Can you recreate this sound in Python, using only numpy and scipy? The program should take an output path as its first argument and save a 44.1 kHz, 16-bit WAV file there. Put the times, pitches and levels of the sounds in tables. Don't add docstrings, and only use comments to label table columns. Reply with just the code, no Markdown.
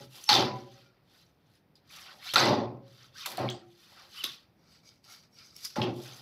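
import sys
import numpy as np
from scipy import signal
from scipy.fft import rfft, irfft, next_fast_len
from scipy.io import wavfile

SR = 44100
rng = np.random.default_rng(int(sys.argv[2]) if len(sys.argv) > 2 else 0)


def voltage_ratio(decibels):
    exponent = np.asarray(decibels, float) / 20
    return 10 ** exponent


def persist_wave(psi):
    counts = np.round(np.clip(psi, -1, 1) * 32767).astype(np.int16)
    wavfile.write(sys.argv[1], SR, np.atleast_2d(counts).T)


N = 274026

# [Hz, dB per Hz]
FLESH_COLOUR = [(590, -12), (1000, -7.5), (1600, -7), (1990, -8), (2180, -9.5), (2960, -7.5), (3280, -9),
                (4820, -5), (6600, -24), (7900, -22), (8630, -30), (9400, -21), (11500, -16), (14600, -23),
                (15600, -24), (16200, -62)]


def rms_one(x):
    return x / np.sqrt(np.mean(x ** 2) + 1e-20)


def coloured(x, points):
    hz, level_db = np.transpose(points)
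    grid = np.maximum(np.fft.rfftfreq(N, 1 / SR), 1)
    return irfft(rfft(x) * voltage_ratio(np.interp(np.log(grid), np.log(hz), level_db)), N)


def band(x, low_hz, high_hz):
    sos = signal.butter(4, [low_hz, high_hz], "band", fs=SR, output="sos")
    return rms_one(signal.sosfilt(sos, x))


def drift(rate_hz):
    r = np.exp(-2 * np.pi * rate_hz / SR)
    wander = signal.lfilter([1], [1, -2 * r, r * r], rng.standard_normal(N + SR))
    return rms_one(wander[SR:])


def grains(per_s, spread_db):
    sizes = voltage_ratio(spread_db * np.minimum(rng.exponential(1, N), 4)) * rng.choice([-1, 1], N)
    return rms_one(sizes * (rng.random(N) < per_s / SR))


def add(out, s, x):
    at = max(round(s * SR), 0)
    out[at:at + len(x)] += x[:N - at]


def ringing(x, hz, r, gains):
    return signal.lfilter(gains, [1, -2 * r * np.cos(2 * np.pi * hz / SR), r * r], x)


def resonances(x, modes, waver_db=0):
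    out = 0
    for hz, width_hz, level_db in modes:
        note = rms_one(ringing(x, hz, np.exp(-np.pi * width_hz / SR), [1, 0, -1]))
        out = out + voltage_ratio(level_db + waver_db * drift(14.)) * note
    return rms_one(out)


def regions(x):
    edges_hz = [(3800, 6500), (2500, 3800), (900, 2500), (6500, 16500)]
    return [band(x, low, high) for low, high in edges_hz]


def swells(rows, bend):
    t, power = np.arange(0, N + 16, 16) / SR, 1e-12
    for s, peak_db, rise_ms, fall_ms in rows:
        away = 1000 * np.where(t < s, (s - t) / max(rise_ms, .1), (t - s) / max(fall_ms, 5))
        power = power + voltage_ratio(2 * (peak_db - 20 * away ** bend))
    return np.interp(np.arange(N) / SR, t, np.sqrt(power))


def struck(table, onset_s, level_db):
    out, t = np.zeros(N), np.arange(SR) / SR
    for s, peak_db, hz, t60_s, *beats in table:
        shape = (1 - np.exp(-t / onset_s)) * voltage_ratio(-60 * t / t60_s)
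        if beats:
            shape = shape * np.cos(np.pi * beats[0] * (t - 2 * onset_s))
        add(out, s - onset_s, voltage_ratio(peak_db + level_db) * shape * np.sin(2 * np.pi * hz * t))
    return out


def crunch():
    # pitch_hz, width_hz, level_db
    blade_notes = [(1323, 87, 1), (1960, 130, -9), (3140, 170, 2), (3460, 300, 1), (4226, 82, -3.5),
                   (4800, 120, -3.5), (5270, 180, -5), (7200, 190, -20.5)]
    # pitch_hz, width_hz, level_db
    wedged_notes = [(755, 79, -23.5), (1340, 91.4, -6), (2260, 73, -3), (3035, 63, -6), (4600, 75, -11),
                    (4950, 150, -4), (5250, 90, -6), (5670, 110, -7), (6460, 100, -18.5), (7800, 150, -21)]
    grainy, middle_free_db, middle_wedged_db, drops_db = 0.45, -2.5, -11.0, -3
    rubbing = np.sqrt(1 - grainy) * rng.standard_normal(N)
    tearing = rubbing + np.sqrt(grainy) * grains(2500., 3.6)
    tearing = tearing * voltage_ratio(0.18 * drift(54.0))
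    flesh, drops = mottled(coloured(tearing, FLESH_COLOUR)), droplets()

    steel = resonances(tearing, blade_notes, waver_db=4)
    free = regions(flesh + voltage_ratio(-5) * steel + voltage_ratio(drops_db) * drops)
    slips = tearing + .4 * grains(300., 3.0)
    steel = resonances(slips, wedged_notes, waver_db=4.5)
    stuck = regions(flesh + voltage_ratio(-2) * steel + voltage_ratio(drops_db - 2) * drops)

    wander = [voltage_ratio(1.8 * drift(20.0)) for _ in range(3)]
    free_gains = np.hypot(tear_gains(), rub_gains())
    out = 0
    for parts, middle_db, gains in [(free, middle_free_db, free_gains),
                                    (stuck, middle_wedged_db, saw_gains())]:
        main, dull, airy = gains
        out = out + main * parts[0]
        for gain, sway, part in zip([main * voltage_ratio(middle_db), dull, airy], wander, parts[1:]):
            out = out + gain * sway * part
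    return out


def tear_gains():
    # start_s, peak_db, fall_ms (to lose 20 dB), dull_db and airy_db (relative to main)
    tears = [(0.29, -24, 181, -6.5, -15), (1.755, -74.5, 73.5, -20.5, -5), (2.337, -31.5, 12, -4, -4.5),
             (2.339, -41, 59, 2, -4), (2.359, -27.5, 208, 0, -14), (3.259, -39.5, 21, 0.5, 3),
             (3.262, -48.5, 267, -1.5, -2), (3.378, -52, 190, 4.5, -21), (3.5, -52.5, 123, -37, -28),
             (4.238, -36.5, 35, -8, -6), (4.242, -47, 169, -10, -8.5), (5.758, -48.5, 116, 5.5, -9.5),
             (5.817, -45.5, 110, -0.5, -22)]
    s, db, fall_ms, dull_db, airy_db = np.transpose(tears)
    return [swells(zip(s, db + rel_db, 0 * s, fall_ms * lingers), bend=1.554)
            for rel_db, lingers in [(0, 1), (dull_db, 1.147), (airy_db, 0.78)]]


def rub_gains():
    # peak_s, peak_db, rise_ms and fall_ms (for 20 dB), brightness_db
    rubs = [(.025, -57.5, 120, 67, 2.5), (.165, -55, 73, 316, 6), (.57, -61.5, 96, 150.5, -2.5),
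            (.77, -65, 212, 177, -0.5), (.95, -83.5, 120, 199, -13), (1.17, -66.5, 130, 156.5, 3),
            (1.4, -92, 401, 401.5, 0), (1.56, -74, 149, 57.5, 3), (1.94, -54.5, 67, 287, 3),
            (2.11, -58, 220.5, 66, -9), (2.29, -46.5, 106, 105, 1.5), (2.89, -70.5, 69, 302, 0),
            (3.04, -61.5, 208, 75, -1), (3.205, -48.5, 69, 125, 0.5), (3.854, -65, 228, 305, 4),
            (4.02, -58.5, 215, 104, -3), (4.18, -51, 90, 205, 1), (6.05, -54.5, 150, 400, 4.5)]
    return friction_gains(rubs, dull_db=-3.5)


def saw_gains():
    # peak_s, peak_db, rise_ms and fall_ms (for 20 dB), brightness_db
    strokes = [(4.63, -75, 63, 199, -3), (4.75, -62.5, 135, 88.6, -2.5), (4.87, -64, 60, 145, 1),
               (5.05, -61.5, 20, 199, 1), (5.13, -52, 76, 99, 1), (5.24, -66.5, 30, 61.2, -4),
               (5.345, -71, 42, 80, 6.5), (5.4, -58, 64, 220, -1), (5.57, -61.5, 37, 148, 9),
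               (5.635, -53.5, 126, 49.4, 2), (5.65, -44.5, 20, 56.3, 5.5), (5.7, -53.5, 33, 123, 1.5)]
    return friction_gains(strokes, dull_db=-9)


def friction_gains(rows, dull_db):
    gains = []
    for rel_db, slope in [(0, 0), (dull_db, -0.8), (-9.5, 1)]:
        part = [(s, db + rel_db + slope * bright_db, rise_ms, fall_ms)
                for s, db, rise_ms, fall_ms, bright_db in rows]
        gains.append(swells(part, bend=1.61))
    return gains


def mottled(x):
    depth_db, spacing_hz, top_hz = 4.5, 24.89, 11000
    hz = np.fft.rfftfreq(N, 1 / SR)
    heights = np.clip(rng.standard_normal(1500), -2, 1.2)
    ripple = np.interp(hz / spacing_hz, np.arange(1500), heights)
    return rms_one(irfft(rfft(x) * voltage_ratio(depth_db * ripple / (1 + (hz / top_hz) ** 4)), N))


def droplets():
    cycles = 110.
    clicks, dealt = grains(500., 3.0) + 1e-18, rng.integers(0, 24, N)
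    out = 0
    for k, hz in enumerate(np.geomspace(1100, 6200, 24)):
        r = voltage_ratio(-60 * hz / (cycles * SR))
        own = clicks * (dealt == k) + 1e-18
        out = out + np.sqrt(hz) * ringing(own, hz, r, [0, np.sin(2 * np.pi * hz / SR)])
    return rms_one(out)


def snaps():
    # start_s, peak_db, pitch_hz, dull_db and airy_db (relative)
    cracks = [(0.2405, -34, 6000, -20, 10.5), (.291, -9.5, 4380, 0, -24), (.299, -8.5, 4380, -21, -27.5),
              (0.33, -8.5, 3630, 10, -25), (.341, -11.5, 4800, -17, -9), (2.341, -33, 4180, -5, -11),
              (2.3585, -6.5, 4040, -19, -22.5), (2.364, -16, 3700, -23, -23.5),
              (2.382, -11.5, 4280, -6, -23), (2.46, -18.5, 4100, -5, -24), (3.261, -28, 4280, -14, 4),
              (3.373, -32.5, 4200, -2, 11), (3.378, -34, 1600, 15, -25), (3.481, -40.5, 2260, -18, -40),
              (3.4889, -23, 3300, -35.5, -38), (4.2409, -18.5, 3780, -15.5, 7.5),
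              (5.8168, -22.5, 3190, -19, -29), (5.8195, -22, 2790, -21, -29), (5.831, -32, 2960, -23, -23),
              (5.8624, -37, 2700, 11, -20)]
    # start_s, peak_db, pitch_hz, airy_db (relative)
    ticks = [
        (4.877, -52, 4870, -24.5),
        (4.8904, -44.5, 4930, -15.5),
        (5.0421, -49, 4840, -8.5),
        (5.236, -60, 5700, -15),
        (5.3868, -44, 5050, -18),
        (5.5649, -40, 5500, 14),
        (5.637, -45, 4700, -7),
        (5.6493, -30.5, 5340, 12),
        (5.654, -29, 4960, 9),
        (5.66, -40, 4600, -14),
    ]
    crack_s, tick_s, tick_dull_db = 0.013, 0.018, -21
    ring_db, burst_db = -1.5, -15.5
    out, t = np.zeros(N), np.arange(SR // 20) / SR
    main, middle, dull, airy = regions(coloured(rng.standard_normal(N), FLESH_COLOUR))
    rows = [(*crack, crack_s) for crack in cracks]
    rows += [(s, db, hz, tick_dull_db, airy_db, tick_s) for s, db, hz, airy_db in ticks]
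    for s, peak_db, hz, dull_db, airy_db, length_s in rows:
        part = slice(round(s * SR), round(s * SR) + len(t))
        noise = main[part] + middle[part] + voltage_ratio(dull_db) * dull[part] + voltage_ratio(airy_db) * airy[part]
        burst = noise * voltage_ratio(-60 * t / (0.64 * length_s))
        note = np.sin(2 * np.pi * hz * t) * voltage_ratio(-60 * t / length_s) * np.minimum(t / .0004, 1)
        spike = 1 + voltage_ratio(1 - 60 * t / .004)
        add(out, s, voltage_ratio(peak_db) * (voltage_ratio(burst_db) * burst + voltage_ratio(ring_db) * note * spike))
    return out


def splash():
    # [Hz, dB per Hz]
    water_colour = [(35, -58), (60, -31.5), (119, -4), (166, -5.5), (243, -5), (292, -11.5), (370, 1.5),
                    (422, -12.5), (826, 0.5), (1400, -17.5), (1820, -49.5), (3080, -120)]
    # pitch_hz, width_hz, level_db
    bowl_notes = [(123, 14, -6), (242, 82, -2), (366, 140, -5), (578, 83, 4), (770, 110, 7),
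                  (844.4, 12, -4.5), (980, 48, -11.5), (1055, 11, -2)]
    push = rng.standard_normal(N) + .5 * grains(300., 2.5)
    push = push * voltage_ratio(1.2 * drift(35.))
    water = rms_one(coloured(push, water_colour)) + voltage_ratio(6.) * resonances(push, bowl_notes)
    boom = fall_gain(0, swell_db=14.5, leads=0.77, lingers=0.88)
    slosh = fall_gain(1, swell_db=5.5, leads=0.66, lingers=0.7)
    return boom * band(water, 80, 420) + slosh * band(water, 420, 1200)


def fall_gain(slosh, swell_db, leads, lingers):
    # start_s, boom_db, swell_ms, fall_ms (to lose 20 dB), slosh_db (relative to boom)
    falls = [(0, -52.5, 8.1, 153, -8.5), (0.295, -31, 118, 264, 0), (.14, -66, 80, 76.5, 6),
             (1.92, -75.5, 340, 302, 13), (2.336, -42, 4.8, 67.5, 5), (2.36, -27.5, 180, 290, 2),
             (3.259, -55, 110, 103, 6.5), (3.376, -34, 47, 208.5, -1.5), (3.9, -80.5, 190, 303.5, 16),
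             (4.24, -53.5, 1.8, 105.5, -10), (5.05, -77.5, 47, 202, 8.5), (5.764, -32.5, 60, 270, -3),
             (5.95, -72.5, 250, 398.5, 11.5)]
    t, power = np.arange(0, N + 16, 16) / SR, 1e-12
    for s, boom_db, swell_ms, fall_ms, slosh_db in falls:
        top = s + max(swell_ms * leads, 1) / 1000
        dies_s = max(fall_ms * lingers, 10) / 1000
        rising_db = swell_db * (top - t) / (top - s)
        dying_db = 20 * (np.maximum(t - top, 0) / dies_s) ** 1.27
        loss_db = np.where(t < top, rising_db, dying_db)
        power = power + (t >= s) * voltage_ratio(2 * (boom_db + slosh * slosh_db - loss_db))
    return np.interp(np.arange(N) / SR, t, np.sqrt(power))


def knocks():
    # start_s, peak_db, pitch_hz
    hits = [(0.306, -7, 980), (0.315, -12.5, 264), (0.335, -12, 1310), (0.363, -5.5, 770),
            (2.363, -10, 850), (2.378, -12, 520), (2.41, -12, 960), (2.54, -14, 820), (2.433, -6, 307),
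            (2.434, -10, 790), (2.442, -11, 690), (2.464, -2, 830), (2.487, -12, 220), (2.4, -16, 200),
            (2.469, -19, 582), (2.489, -20.5, 369), (3.261, -20, 1000), (3.382, -9.5, 737),
            (3.396, -11.5, 613), (3.409, -28, 783), (3.429, -15, 760), (3.442, -20, 770), (4.243, -29, 267),
            (5.767, -15, 600), (5.8, -17, 590), (5.785, -7, 228), (5.839, -27, 366), (5.884, -10.5, 310)]
    return struck([(*hit, .03) for hit in hits], onset_s=0.0011, level_db=-11.0)


def singing_bowl():
    # start_s, peak_db, pitch_hz, t60_s, beats_per_s
    bowl_tails = [(.008, -50, 560, .35, 4), (.008, -54, 830, .3, 6), (.42, -38, 124, .25, 8),
                  (0.465, -38, 124, .95, 11.3), (0.385, -36, 368, .8, 11.5), (0.49, -42, 555, .8, 10.5),
                  (2.375, -36, 128, .2, 8), (2.428, -32, 123, 1.25, 12), (2.46, -31, 372, .6, 3),
                  (2.45, -32, 243, .4, 12), (2.65, -38, 243, .4, 5), (2.7, -50, 560, .15, 8),
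                  (2.81, -55, 548, .9, 2.5), (3.67, -56, 120, .4, 8), (3.62, -53, 348, 1.1, 2),
                  (5.805, -30, 124, .9, 12.5)]
    return struck(bowl_tails, onset_s=0.00825, level_db=2.5)


def hums():
    # start_s, length_s, pitch_hz, first_db, last_db
    held_notes = [(.288, .045, 842, -21, -22), (.43, .155, 995, -37, -43), (.59, .105, 995, -53, -60.5),
                  (.415, .225, 768, -35, -52), (.655, .08, 785, -59, -63), (.74, .07, 775, -66, -68),
                  (5.88, .1, 765, -47, -53), (2.63, .08, 725, -45, -54), (5.84, .05, 360, -31, -34),
                  (0, .17, 130, -43, -60), (0, .08, 410, -54, -60), (3.375, .22, 765, -36, -58),
                  (3.39, .2, 124, -37, -41), (3.5, .085, 358, -43, -45), (3.615, .09, 745, -60, -66),
                  (5.762, .09, 855, -36, -41), (2.5, .035, 580, -34, -34), (2.6, .055, 560, -41, -45),
                  (2.74, .045, 560, -50, -52)]
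    out, flutter = np.zeros(N), voltage_ratio(2.5 * drift(18.))
    for s, length_s, hz, first_db, last_db in held_notes:
        t = np.arange(round(length_s * SR)) / SR
        level = voltage_ratio(first_db + (last_db - first_db) * t / length_s)
        add(out, s, signal.windows.tukey(len(t), .3) * level * np.sin(2 * np.pi * hz * t))
    return out * flutter


def squeaks():
    # start_s, length_s, top_hz, last_hz, level_db
    arches = [
        (4.165, .063, 3100, 2400, -43),
    ]
    # start_s, length_s, first_hz, last_hz,
    # level_db
    glides = [(.262, .028, 5400, 5400, -36), (.279, .012, 850, 860, -46), (.277, .014, 1700, 1950, -56),
              (.82, .1, 1400, 1400, -72), (.83, .08, 2350, 2350, -75), (2.185, .02, 700, 900, -55),
              (2.2, .06, 900, 3000, -57), (2.22, .05, 2400, 3600, -56), (2.255, .02, 3450, 3900, -48),
              (2.28, .033, 4280, 4400, -41), (2.308, .019, 4300, 3050, -44), (2.283, .03, 2900, 3250, -46),
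              (2.308, .018, 3250, 3050, -47), (2.265, .045, 1900, 2450, -50),
              (2.322, .036, 4050, 4200, -38), (3.15, .018, 1480, 1600, -52), (3.165, .03, 1600, 1900, -59),
              (3.2, .031, 3400, 3950, -47), (3.228, .016, 3800, 3550, -50), (3.237, .021, 3550, 2100, -41),
              (3.178, .024, 3450, 4150, -53), (3.225, .015, 2600, 2380, -53),
              (3.237, .019, 2800, 2150, -48), (3.479, .007, 2100, 2400, -39),
              (3.488, .011, 3050, 4200, -40), (3.5, .07, 9000, 8300, -70), (3.55, .07, 8500, 7900, -80),
              (4.234, .048, 1050, 1180, -49), (4.262, .018, 1450, 1500, -50),
              (5.322, .043, 5550, 5600, -65), (5.92, .095, 350, 358, -43), (2.255, .02, 720, 740, -54),
              (2.268, .018, 3900, 4000, -40), (2.205, .03, 1500, 2400, -55)]
    arch_from, top_at = .8, .55
    wobble, flutter_db = .008, 4.
    out, unsteady, flutter = np.zeros(N), drift(150.), drift(80.)
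    for arched, rows in [(True, arches), (False, glides)]:
        for s, length_s, hz, last_hz, level_db in rows:
            at = np.arange(round(s * SR), round((s + length_s) * SR))
            u = np.linspace(0, 1, len(at))
            pitch = hz + (last_hz - hz) * u
            if arched:
                climb = hz * (1 - (1 - arch_from) * (1 - u / top_at) ** 2)
                sag = hz + (last_hz - hz) * ((u - top_at) / (1 - top_at)) ** 2
                pitch = np.where(u < top_at, climb, sag)
            shape_db = np.interp(u, [0, .5, 1], [-10, 0, -1])
            level = voltage_ratio(level_db + shape_db + flutter_db * flutter[at])
            phase = 2 * np.pi * np.cumsum(pitch * (1 + wobble * unsteady[at])) / SR
            out[at] += signal.windows.tukey(len(at), .2) * level * np.sin(phase)
    return out


def pings():
    # start_s, peak_db, pitch_hz, t60_s
    touches = [(1.214, -64.5, 5460, 0.043), (1.216, -67, 4060, 0.21), (1.5, -79, 4200, 0.027),
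               (1.553, -70.5, 5000, 0.04), (1.553, -71, 10440, 0.047), (1.553, -83.5, 9500, 0.21),
               (1.553, -77, 7000, .03), (1.755, -52, 4890, 0.029), (1.755, -70.5, 6970, 0.028),
               (1.755, -73, 8000, 0.021), (1.755, -71, 11100, .05), (1.766, -64, 4800, 0.065),
               (2.36, -33, 7790, 0.024), (2.383, -33, 7790, .03), (2.39, -33, 8000, 0.026),
               (2.436, -34, 4800, .015), (2.455, -36, 7700, 0.011), (5.138, -52, 5450, .06),
               (5.39, -57, 4500, .08), (5.41, -60, 2400, .12), (2.49, -30, 3670, .015),
               (4.245, -37, 3350, 0.044), (4.243, -30.5, 2880, .02), (4.258, -47, 3760, .05),
               (4.29, -42.5, 3470, 0.11), (4.875, -56.5, 6470, 0.044), (4.875, -61.5, 2280, 0.09),
               (4.89, -64, 6470, 0.048), (5.1, -60.5, 11200, 0.044), (5.1, -59, 2160, 0.12),
               (5.105, -64, 746, 0.15), (5.12, -59, 1350, 0.14), (5.817, -31.5, 5100, 0.017),
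               (5.817, -32, 4160, .015), (5.831, -42, 5050, 0.017)]
    return struck(touches, onset_s=.0006, level_db=2.0)


def spray():
    # start_s, peak_db, lowest_hz, highest_hz, t60_s
    bursts = [(.237, -45, 2600, 9000, 0.046), (2.454, -32, 5000, 8840, .015),
              (3.259, -39, 1500, 7000, 0.044), (3.3174, -43.5, 897, 7000, .015),
              (5.3883, -55.5, 2020, 7050, .03), (5.235, -61, 2970, 8000, 0.022),
              (.291, -54.5, 15000, 16280, .03), (1.214, -79, 8950, 14000, .04),
              (1.5, -80, 7050, 14000, 0.042), (1.553, -77.5, 8900, 14000, .04),
              (1.755, -67, 3530, 5400, 0.23), (1.199, -71.5, 3810, 4600, 0.29),
              (2.339, -53, 15000, 16400, .02), (2.359, -53.5, 15000, 16360, .03),
              (3.259, -54, 15000, 16400, .02), (3.5, -33, 3870, 7950, 0.016),
              (3.5, -50.5, 12600, 16000, .018), (3.503, -54.5, 5950, 8200, 0.23),
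              (3.504, -69.5, 12000, 15500, .15), (4.239, -53, 14940, 16400, .02),
              (4.72, -71.5, 7640, 8300, 0.22)]
    out, t, white = np.zeros(N), np.arange(SR // 4) / SR, rng.standard_normal(SR // 4)
    for s, peak_db, low_hz, high_hz, t60_s in bursts:
        add(out, s, voltage_ratio(peak_db - 60 * t / t60_s) * band(white, low_hz, high_hz))
    return out


def kitchen(x):
    t60_s, level_db, wall_cut_hz = 0.5, -10, 1600
    size = next_fast_len(N + SR)
    w = 2 * np.pi * np.fft.rfftfreq(size)
    dull = 1 / (1 + (w * SR / (2 * np.pi * wall_cut_hz)) ** 2) ** 0.21
    echoes = 0
    for lag in (rng.uniform(.008, .03, 10) * SR).astype(int):
        loop = voltage_ratio(-60 * lag / SR / t60_s) * dull * np.exp(-1j * w * lag)
        echoes = echoes + loop / (1 - loop)
    return voltage_ratio(level_db) * irfft(rfft(x, size) * echoes, size)[:N]


def room_tone():
    # [Hz, dB per Hz]
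    air_colour = [(12, -19), (30, -11), (75, -6), (120, -5.5), (173, -5), (223, -10), (263, -11.5),
                  (320, -12), (430, -15), (810, -18.5), (1100, -24.5), (2480, -28), (2700, -32),
                  (5300, -35.5), (6990, -51), (14900, -38), (16200, -55.5)]
    air = rms_one(coloured(rng.standard_normal(N), air_colour))
    return voltage_ratio(-67 + 0.79 * drift(2.4)) * air


def scene():
    sharp, knocking = snaps(), knocks()
    close = squeaks() + pings()
    echo = kitchen(sharp + voltage_ratio(-4.5) * knocking + voltage_ratio(-12) * close)
    cutting = crunch() + sharp + close + spray()
    bowl = splash() + knocking + singing_bowl() + hums()
    return (cutting + bowl + echo + room_tone())[None]


def low_pass(x):
    return signal.sosfilt(signal.butter(12, 16490, fs=SR, output="sos"), x)


def record(dry):
    thin = signal.sosfilt(signal.butter(2, 70., "high", fs=SR, output="sos"), dry)
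    topless = signal.sosfilt(signal.cheby2(10, 60, 16900, fs=SR, output="sos"), thin)
    return low_pass(topless)


dry = scene()
out = record(dry)
persist_wave(out)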